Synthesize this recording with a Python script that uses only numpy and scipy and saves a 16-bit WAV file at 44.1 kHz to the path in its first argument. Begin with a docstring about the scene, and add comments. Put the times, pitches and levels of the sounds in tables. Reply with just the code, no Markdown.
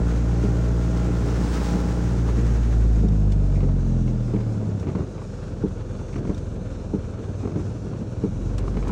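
"""Riding behind the windscreen of a small motorcycle-engined vehicle on a wet street.
At first the engine hums near a steady speed, a sum of firing orders; a car's noise-made spray peaks at 1.6 s.
From 2.4 s the engine eases off, its gear whine gliding down, to a chugging idle at 5.2 s; it picks up at 8.5 s.
Throughout, wiper knocks ring screen modes, catches and rattles are noise bursts, drops splash and ping the shell.
Coloured noise makes wind and road rumble and tyre spray, which follow road speed, and a background hiss."""
import sys
import numpy as np
from scipy import signal
from scipy.fft import rfft, irfft, next_fast_len
from scipy.io import wavfile
from scipy.ndimage import map_coordinates

SR = 44100
rng = np.random.default_rng(int(sys.argv[2]) if len(sys.argv) > 2 else 0)


def bounce(signal):
    """Save signal as a 16-bit WAV file at the path given by the first command-line argument."""
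    frames = np.transpose(np.atleast_2d(signal))
    limited = np.clip(frames, -1, 1)
    pcm = np.round(limited * 32767).astype(np.int16)
    wavfile.write(sys.argv[1], SR, pcm)


N = 392931
TIME_S = np.arange(N) / SR

# noise colours, relative: freq_hz, density_db (per Hz)
HISS_COLOUR = [(500, 8), (1500, 10.5), (2050, -7), (2300, 6.5), (2850, 3.5), (3150, -7), (3500, 4),
               (4250, 3), (4700, 0.5), (5300, 5.5), (6300, 7.5), (7600, 1.5), (9000, -4), (11000, -17.5),
               (15500, -34.5)]
RUMBLE_COLOUR = [(30, -15), (68, 2), (98, 4), (180, 3.5), (270, -4), (410, -6), (520, -11.5), (680, -16.5),
                 (1000, -25), (2000, -62)]
SPRAY_COLOUR = [(400, 4.5), (850, 4.5), (1400, 7.5), (2000, 1), (3200, -5.5), (5000, -7.5), (6600, -4.5),
                (8500, -14), (10500, -23.5), (13300, -33), (15200, -22.5)]
CAR_COLOUR = [(500, -6), (900, 7), (1500, 5), (2200, -2.5), (3500, -6), (5500, -4), (6800, -7),
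              (8500, -11.5), (10500, -21), (13300, -31), (15200, -17.5)]
SPLASH_COLOUR = [(1500, 4), (3000, 7), (5500, 4.5), (8000, 2.5), (11000, -11.5), (13000, -19), (15200, -15)]
THUD_COLOUR = [(110, 2), (180, 2), (270, -2), (400, -1), (520, -15), (680, -17.5), (1000, -35)]
CLACK_COLOUR = [(500, -5), (720, -2.5), (900, -1.5), (1130, -0.5), (1450, -11), (1800, -21), (2600, -29)]
CHIRP_COLOUR = [(1300, -17), (1800, -5), (2250, 0.5), (2700, -6), (3200, -11), (4500, -16), (7000, -21),
                (12000, -52)]
CLATTER_COLOUR = [(150, 5), (350, 1), (450, 13), (520, 15), (580, 5), (630, 8.5), (720, -19), (830, -3.5),
                  (1100, -3.5), (1420, -1.5), (1950, -14), (2400, -13.5), (4500, -19), (9000, -55)]
# how far narrow bands of the background hiss sink and return: freq_hz, depth_db
HISS_PATCH_DEPTH = [(1300, 0), (2200, 4.5), (4800, 4.5), (7000, 1.3)]
# road speed: time_s, share_of_cruise
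ROAD_SPEED = [(0, 1), (2.4, 1), (2.8, 0.92), (3.25, 0.61), (4.8, 0.62), (5.2, 0.27), (6.3, 0.35),
              (8.2, 0.43), (8.91, 0.75)]
# drops on the shell: start_s, splash_db, ping_db
DROP_HITS = [(0.971, -44, -52), (3.085, -50.5, -41), (3.319, -41, -47), (4.405, -53, -48),
             (4.798, -51, -42), (5.681, -50.5, -55), (6.179, -56, -56), (6.346, -50, -38),
             (6.377, -45.5, -51), (8.58, -38, -48), (8.878, -42, -48)]
# shell modes: pitch_hz, level_db, t60_s
SHELL_MODES = [(3670, -5.5, 0.027), (5600, -4, 0.022)]
# blade catches and frame rattles: start_s, thud_db, clack_db, chirp_db
CATCHES_AND_RATTLES = [(1.331, -32.5, -51, -54), (2.287, -24.5, -35, -52), (3.557, -25.5, -47, -48),
                       (3.576, -31, -54, -50), (3.605, -46, -41, -46), (3.63, -23.5, -41.5, -61),
                       (3.687, -28, -39, -59), (4.078, -34, -49, -48), (4.336, -35, -41, -49),
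                       (4.363, -23, -47, -49), (4.401, -30, -46, -51), (4.614, -29, -41, -56),
                       (4.829, -26, -48, -50), (4.87, -26.5, -38, -47), (4.888, -26, -39, -48),
                       (4.951, -24, -35.5, -50), (4.974, -32, -46, -60), (4.983, -28, -39, -66),
                       (4.995, -34, -47, -65), (5.006, -32.5, -43, -64), (5.021, -33.5, -50, -62),
                       (5.072, -35.5, -47, -62), (5.179, -37.5, -42, -51), (5.217, -33.5, -41.5, -57),
                       (5.776, -42, -51, -61), (6.014, -35.5, -44, -60), (6.083, -46, -55, -50),
                       (6.128, -34, -52, -46), (6.157, -24, -40, -48), (6.18, -37, -45, -57),
                       (6.203, -27.5, -52, -62), (6.251, -26, -39, -51), (6.272, -37, -50, -58),
                       (6.295, -24, -35.5, -57), (7.405, -37.5, -43, -55), (7.431, -26, -44, -59),
                       (7.45, -30, -46, -58), (7.474, -27, -37, -50), (7.518, -35, -49, -53),
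                       (7.557, -21.5, -41, -51), (7.592, -24, -41, -60), (7.879, -42, -52, -56),
                       (7.934, -33, -41.5, -52), (8.238, -37, -41, -53), (8.581, -34.5, -38, -53),
                       (8.597, -38.5, -46, -48), (8.639, -31.5, -40, -56), (8.679, -33, -33.5, -49),
                       (8.742, -28, -46, -54), (8.769, -21, -35.5, -42.5), (8.826, -31, -39, -46),
                       (8.85, -31, -38, -56), (8.872, -31, -35, -46), (8.893, -28.5, -32.5, -47)]
# wiper cycles: far_turn_s, far_knock_db, near_knock_db
WIPER_CYCLES = [(1.082, -19.5, -10), (2.374, -15, -14), (3.656, -21, -11.5), (4.956, -17, -11.5),
                (6.29, -15, -8), (7.558, -16.5, -8.5), (8.896, -19, -8.5)]
# arm flips over, rocks back, settles: delay_s, level_db, direction (+1 or -1)
ARM_CONTACTS = [(0, -1, 1), (.0081, -3, -1), (.0193, -4, 1)]
# windscreen and frame modes: pitch_hz, level_db, t60_s
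SCREEN_MODES = [(154, -5, 0.02), (187.3, -6, 0.13), (286, -11.5, 0.12), (389, -9.5, 0.065),
                (458.6, -15.5, 0.095), (884, -24.5, 0.032)]
# engine speed: time_s, firing_hz
FIRING_RATE = [(0, 57.43), (.5, 58.09), (1.95, 58.84), (2.35, 57.83), (2.8, 55.84), (3.75, 45.27),
               (4.4, 38.07), (4.9, 31.53), (5.2, 22.06), (5.5, 21.06), (6.2, 21.27), (7.0, 20.78),
               (7.4, 19.0), (8.2, 19.6), (8.58, 24.5), (8.91, 23.19)]
# exhaust boom: time_s, level_db, bite_db (per octave of order)
THROTTLE_CURVE = [(0, -18.5, 0.5), (1.4, -19, 0), (1.8, -20, 1), (2.15, -19, 0), (2.65, -16, -4.5),
                  (3.0, -17, -0.5), (4.0, -20, 2.5), (4.75, -22.5, -0.5), (4.95, -31, 1), (5.15, -41, 2),
                  (5.5, -35, 2), (7.0, -31.5, 0), (7.5, -58.5, 13.5), (8.0, -38.5, 2), (8.5, -28, 1),
                  (8.91, -23.5, -2.5)]
# engine load, heard as sharp exhaust pulses: time_s, level_db
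PULSE_LOAD = [(0, -27), (2.0, -25.5), (2.6, -33.5), (3.3, -37.5), (4.8, -34.5), (5.15, -50), (5.45, -41.5),
              (7.0, -45.5), (8.5, -35), (8.91, -41)]
# exhaust balance against engine speed: firing_hz, order_1_db ... order_5_db
ORDER_BALANCE = [(21, 0, 0, -2, .5, 1), (24.7, 0, 1.5, -3, 2, -1), (31.2, -7, -6, 2.5, -10, -1),
                 (40, -.5, -4.5, .5, -11.5, -1.5), (49.7, 0.5, -1.5, 0, -2, -1.5),
                 (60.2, -0.1, 0.5, 1.5, 3, -1.5)]
# orders between the whole ones: order (per firing)
BURR_ORDERS = (3.5, 4.5, 5.5)
# brief dips of one order: order, centre_s, width_s, depth_db
ORDER_DIPS = [(2, 1.65, 0.24, -10), (3, 2.53, 0.28, -13)]
# cabin response to the low orders: freq_hz, level_db
CABIN_RESPONSE = [(30, -36), (37, -12), (43, -2.5), (54, -1.5), (59, -4.5), (64, -12), (72, -26),
                  (84, -6.5), (102, -6), (116, -8), (130, -9), (155, -12), (177, -13.5), (192, -18),
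                  (213, -12.5), (245, -30), (292, -17)]
# exhaust pipe heard through the body: freq_hz, level_db
PIPE_RESPONSE = [(110, 5.5), (165, -10), (215, 2.5), (245, -6), (292, 6), (345, -14.5), (408, -14),
                 (465, -7), (560, -22.5), (640, -10.5), (740, -29.5), (830, -6.5), (930, -20.5),
                 (1030, -10.5), (1170, -32), (1370, -6), (1600, -22)]

HISS_DB, PATCH_HZ, PATCH_S = -56, 200, 0.3
RUMBLE_DB, RUMBLE_DB_PER_DOUBLING = -28.5, 3.5  # at cruise; growth with speed
SPRAY_DB, SPRAY_DB_PER_DOUBLING = -44.5, 18.5
CAR_PASS_S, CAR_DB = 1.59, -40.5  # at its nearest
CAR_GAP_M, CLOSING_M_PER_S, CAR_DB_PER_DOUBLING = 1.84, 9.6, -6.5  # last: per doubling of distance
SPLASH_RISE_S, SPLASH_T60_S = 0.0015, 0.055
THUD_T60_S, CLACK_T60_S, CHIRP_T60_S = 0.12, 0.042, 0.035
TAIL_DB, TAIL_RISE_S, TAIL_T60_S = -9.5, 0.0067, 0.11  # gritty tail, level relative to its burst
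WIPER_START_S, WIPER_PERIOD_S = 0.4342, 1.3
WHINE_DB, WHINE_ORDER, CASING_HZ, CASING_WIDTH_HZ = -48, 13.5, 676, 164
CLATTER_DB = -42.5  # extrapolated to zero bite and zero firing rate
CLATTER_DB_PER_BITE_DB, CLATTER_DB_PER_HZ = 2.2, -0.0642  # bite counts only below zero
BOOM_HZ, BOOM_WIDTH_HZ, PIPE_HZ = 54, 30, 140
BURR_DB = -12.5
HIGHPASS_HZ, STOPBAND_HZ = 32, 16748


def from_db(db):
    """Decibels to amplitude gain."""
    return 10 ** (np.asarray(db) / 20)


def rms_one(x):
    """Scale to unit power."""
    return x / np.sqrt(np.mean(x ** 2) + 1e-20)


def in_time(rows):
    """Interpolate each column of a curve table at every sample."""
    s, *columns = np.transpose(rows)
    return [np.interp(TIME_S, s, column) for column in columns]


def at_hz(points, hz):
    """Read a spectrum in dB on a log-frequency axis."""
    f, db = np.transpose(points)
    return np.interp(np.log(hz), np.log(f), db)


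def drift(rate_hz):
    """Smooth random curve, rms 1, with rate_hz knots a second."""
    knots = rng.standard_normal(int(N / SR * rate_hz) + 4)
    coarse_s = TIME_S[::50]
    coarse = map_coordinates(knots, [coarse_s * rate_hz + 1], order=3, mode="nearest")
    return rms_one(np.interp(TIME_S, coarse_s, coarse))


def colour(x, spectrum):
    """Filter by a smooth spectrum, steep beyond its ends; white noise keeps its power."""
    size = next_fast_len(N + SR // 4)
    hz = np.maximum(np.arange(size // 2 + 1) * SR / size, 1)
    low_skirt = 1 + (spectrum[0][0] / 2 / hz) ** 8
    high_skirt = 1 + (hz / spectrum[-1][0] / 2) ** 8
    gain = from_db(at_hz(spectrum, hz)) / np.sqrt(low_skirt * high_skirt)
    return irfft(rfft(x, size) * rms_one(gain), size)[:N]


def noise(spectrum, envelope=1):
    """Random excitation under an envelope, then coloured."""
    return colour(envelope * rng.standard_normal(N), spectrum)


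def strikes(events):
    """One click per (start_s, level_db) event."""
    s, db = np.transpose(events)
    clicks = np.zeros(N)
    clicks[np.clip(s * SR, 0, N - 1).astype(int)] = from_db(db)
    return clicks


def ring(clicks, hz, t60_s):
    """Two-pole resonator: a unit click starts a decaying sine of height 1."""
    r = from_db(-60 / (t60_s * SR))
    w = 2 * np.pi * hz / SR
    return signal.lfilter([0, np.sin(w)], [1, -2 * r * np.cos(w), r * r], clicks + 1e-18)


def fade(clicks, t60_s):
    """Envelope that jumps at each click and dies away exponentially."""
    return signal.lfilter([1], [1, -from_db(-60 / (t60_s * SR))], clicks + 1e-18)


def soften(envelope, rise_s):
    """Round off an envelope's attack with a one-pole lowpass."""
    r = np.exp(-1 / (rise_s * SR))
    return signal.lfilter([1 - r], [1, -r], envelope)


def patchy(x, depth_points):
    """Narrow bands of a hiss sink and return slowly, each on its own."""
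    hz, s, bands = signal.stft(x, SR, nperseg=1024)
    place = np.array(np.meshgrid(hz / PATCH_HZ, s / PATCH_S, indexing="ij"))
    knots = rng.standard_normal(place[:, -1, -1].astype(int) + 2)
    shift = map_coordinates(np.minimum(knots, 0.5), place, mode="nearest")
    depth_db = at_hz(depth_points, np.maximum(hz, 1))[:, None]
    return signal.istft(bands * from_db(depth_db * shift), SR)[1][:N]


def background_hiss():
    """Steady background hiss, slightly uneven, with narrow bands that sink and return."""
    hiss = noise(HISS_COLOUR, from_db(1.37 * drift(22)))
    return from_db(HISS_DB) * patchy(hiss, HISS_PATCH_DEPTH)


def speed_doublings():
    """Road speed in doublings relative to cruise."""
    return np.log2(np.maximum(in_time(ROAD_SPEED)[0], 1e-2))


def rumble():
    """Lumpy low noise of wind and road, growing with speed."""
    lumpy = rms_one(noise(RUMBLE_COLOUR, from_db(0.85 * drift(25))))
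    return from_db(RUMBLE_DB + RUMBLE_DB_PER_DOUBLING * speed_doublings()) * lumpy


def wet_tyres(level_db, spectrum):
    """Spray as coloured noise with a flutter and a fine grain."""
    flutter_db = 1.37 * drift(30.03)
    grain_db = 1.0 * drift(700)
    return from_db(level_db) * noise(spectrum, from_db(flutter_db + grain_db))


def own_spray():
    """The vehicle's own tyre spray, growing steeply with speed."""
    return wet_tyres(SPRAY_DB + SPRAY_DB_PER_DOUBLING * speed_doublings(), SPRAY_COLOUR)


def passing_car():
    """An oncoming car's tyre hiss, falling with straight-line distance."""
    distance_m = np.hypot(CAR_GAP_M, CLOSING_M_PER_S * (TIME_S - CAR_PASS_S))
    level_db = CAR_DB + CAR_DB_PER_DOUBLING * np.log2(distance_m / CAR_GAP_M)
    return wet_tyres(level_db, CAR_COLOUR)


def drops():
    """Each drop splashes briefly and rings the shell modes with strengths of its own."""
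    s, splash_db, ping_db = np.transpose(DROP_HITS)
    pings = 0
    for hz, mode_db, t60_s in SHELL_MODES:
        luck_db = 2 * rng.standard_normal(len(s))
        pings = pings + ring(strikes(np.c_[s, ping_db + mode_db + luck_db]), hz, t60_s)
    splash_envelope = soften(fade(strikes(np.c_[s, splash_db]), SPLASH_T60_S), SPLASH_RISE_S)
    return pings + noise(SPLASH_COLOUR, splash_envelope)


def catches_and_rattles():
    """Blade catches and frame rattles: low thud, middle clack, high chirp, each with a gritty tail."""
    s, *levels_db = np.transpose(CATCHES_AND_RATTLES)
    grit = from_db(TAIL_DB + 4.5 * drift(160))
    colours = (THUD_COLOUR, CLACK_COLOUR, CHIRP_COLOUR)
    t60s_s = (THUD_T60_S, CLACK_T60_S, CHIRP_T60_S)
    out = 0
    for db, spectrum, t60_s in zip(levels_db, colours, t60s_s):
        clicks = strikes(np.c_[s, db])
        tail = grit * soften(fade(clicks, TAIL_T60_S), TAIL_RISE_S)
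        out = out + noise(spectrum, fade(clicks, t60_s) + tail)
    return out


def wiper_turns():
    """Times and knock levels of both turns; the near one keeps strict time."""
    far_s, far_db, near_db = np.transpose(WIPER_CYCLES)
    near_s = WIPER_START_S + WIPER_PERIOD_S * np.arange(len(far_s))
    return np.r_[near_s, far_s], np.r_[near_db, far_db]


def wiper():
    """At each turn the arm hits the screen three times; every contact favours other modes."""
    s, db = wiper_turns()
    knocks = 0
    for k, (hz, mode_db, t60_s) in enumerate(SCREEN_MODES, 1):
        clicks = 0
        for delay_s, contact_db, direction in ARM_CONTACTS:
            luck_db = 1.0 * rng.standard_normal(len(s))
            clicks = clicks + direction * strikes(np.c_[s + delay_s, db + contact_db + luck_db])
        knocks = knocks + (-1) ** k * from_db(mode_db) * ring(clicks, hz, t60_s)
    return signal.sosfilt(signal.butter(2, 900, fs=SR, output="sos"), knocks)


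def gearbox(cycles, firing_hz):
    """Unsteady gear whine, loudest as it glides through the casing's resonance."""
    detuning = 2 * (WHINE_ORDER * firing_hz - CASING_HZ) / CASING_WIDTH_HZ
    level = from_db(WHINE_DB + 3.0 * drift(18)) / (1 + detuning ** 2)
    return level * np.sin(2 * np.pi * WHINE_ORDER * cycles + 1.2 * drift(45))


def per_firing(cycles, spread_db, limp_db):
    """Gain curve: each firing has its own strength, and alternate ones are stronger."""
    n = np.arange(int(cycles[-1]) + 2)
    strength_db = spread_db * rng.standard_normal(len(n)) + limp_db * (-1.) ** n
    return from_db(np.interp(cycles, n, strength_db))


def clatter(cycles, firing_hz, bite_db):
    """Valves and casing rasp once per firing, fainter as the throttle shuts."""
    level_db = CLATTER_DB + CLATTER_DB_PER_BITE_DB * np.minimum(bite_db, 0) + CLATTER_DB_PER_HZ * firing_hz
    gate = np.exp(0.3 * np.cos(2 * np.pi * (cycles - 0.15)))
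    gate = gate * per_firing(cycles, spread_db=1.3, limp_db=0.5)
    return from_db(level_db) * rms_one(noise(CLATTER_COLOUR, gate))


def exhaust_order(k, cycles, firing_hz):
    """One order of the firing rate; pipe and cabin resonance smear it in time by a phase lag."""
    hz = k * firing_hz
    lag_rad = 1.4 + 10 * np.log1p(hz / PIPE_HZ) + 1.9 * np.arctan((hz - BOOM_HZ) / BOOM_WIDTH_HZ)
    return np.cos(2 * np.pi * k * cycles - lag_rad)


def order_dip_db(k):
    """Brief Gaussian dips in the level of order k."""
    return sum(depth_db * np.exp(-((TIME_S - centre_s) / width_s) ** 2)
               for which, centre_s, width_s, depth_db in ORDER_DIPS if round(which) == k)


def exhaust_boom(cycles, firing_hz, boom_db, bite_db):
    """Smooth low orders through the cabin, with a faint burr of half orders from unlike firings."""
    rates_hz, *balance_db = np.transpose(ORDER_BALANCE)
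    boom = 0
    for k, own_db in enumerate(balance_db, 1):
        db = np.interp(firing_hz, rates_hz, own_db) + at_hz(CABIN_RESPONSE, k * firing_hz)
        db = db + bite_db * np.log2(k) + 0.8 * drift(6) + order_dip_db(k)
        boom = boom + from_db(db) * exhaust_order(k, cycles, firing_hz)
    for k in BURR_ORDERS:
        db = BURR_DB + at_hz(CABIN_RESPONSE, k * firing_hz)
        db = db + np.minimum(bite_db, 0) * np.log2(k) + 2.5 * drift(4)
        boom = boom + from_db(db) * exhaust_order(k, cycles, firing_hz)
    return np.sqrt(2) * boom * from_db(boom_db) * per_firing(cycles, spread_db=0.04, limp_db=0.6)


def exhaust_pulses(cycles, firing_hz, pulse_db):
    """Orders 6 to 26 line up into one uneven pulse per firing, coloured by the pipe."""
    ragged_cycles = cycles + 0.006 * 21 / firing_hz * drift(25)  # raggeder at low speed
    pulses = 0
    for k in range(6, 27):
        blunt_db = 9.5 * np.log2(k / 4)  # a puff lasts a set share of the turn
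        db = at_hz(PIPE_RESPONSE, k * firing_hz) - blunt_db + 2.5 * drift(4)
        pulses = pulses + from_db(db) * exhaust_order(k, ragged_cycles, firing_hz)
    return np.sqrt(2) * pulses * from_db(pulse_db) * per_firing(cycles, spread_db=0.8, limp_db=-1.2)


def engine():
    """Whine, clatter and exhaust share one slightly wandering firing phase."""
    firing_hz, = in_time(FIRING_RATE)
    boom_db, bite_db = in_time(THROTTLE_CURVE)
    pulse_db, = in_time(PULSE_LOAD)
    cycles = np.cumsum(firing_hz + 0.03 * drift(10)) / SR
    mechanical = gearbox(cycles, firing_hz) + clatter(cycles, firing_hz, bite_db)
    boom = exhaust_boom(cycles, firing_hz, boom_db, bite_db)
    return mechanical + boom + exhaust_pulses(cycles, firing_hz, pulse_db)


def scene():
    """Hiss, road, drops, catches and rattles, wiper and engine at one microphone."""
    background = background_hiss() + rumble() + own_spray() + passing_car()
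    return (background + drops() + catches_and_rattles() + wiper() + engine())[None]


def record(dry):
    """The microphone drops the deepest bass; the top is cut."""
    thin = signal.sosfilt(signal.butter(6, HIGHPASS_HZ, "high", fs=SR, output="sos"), dry)
    return signal.sosfilt(signal.cheby2(16, 70, STOPBAND_HZ, fs=SR, output="sos"), thin)


dry = scene()
out = record(dry)
bounce(out)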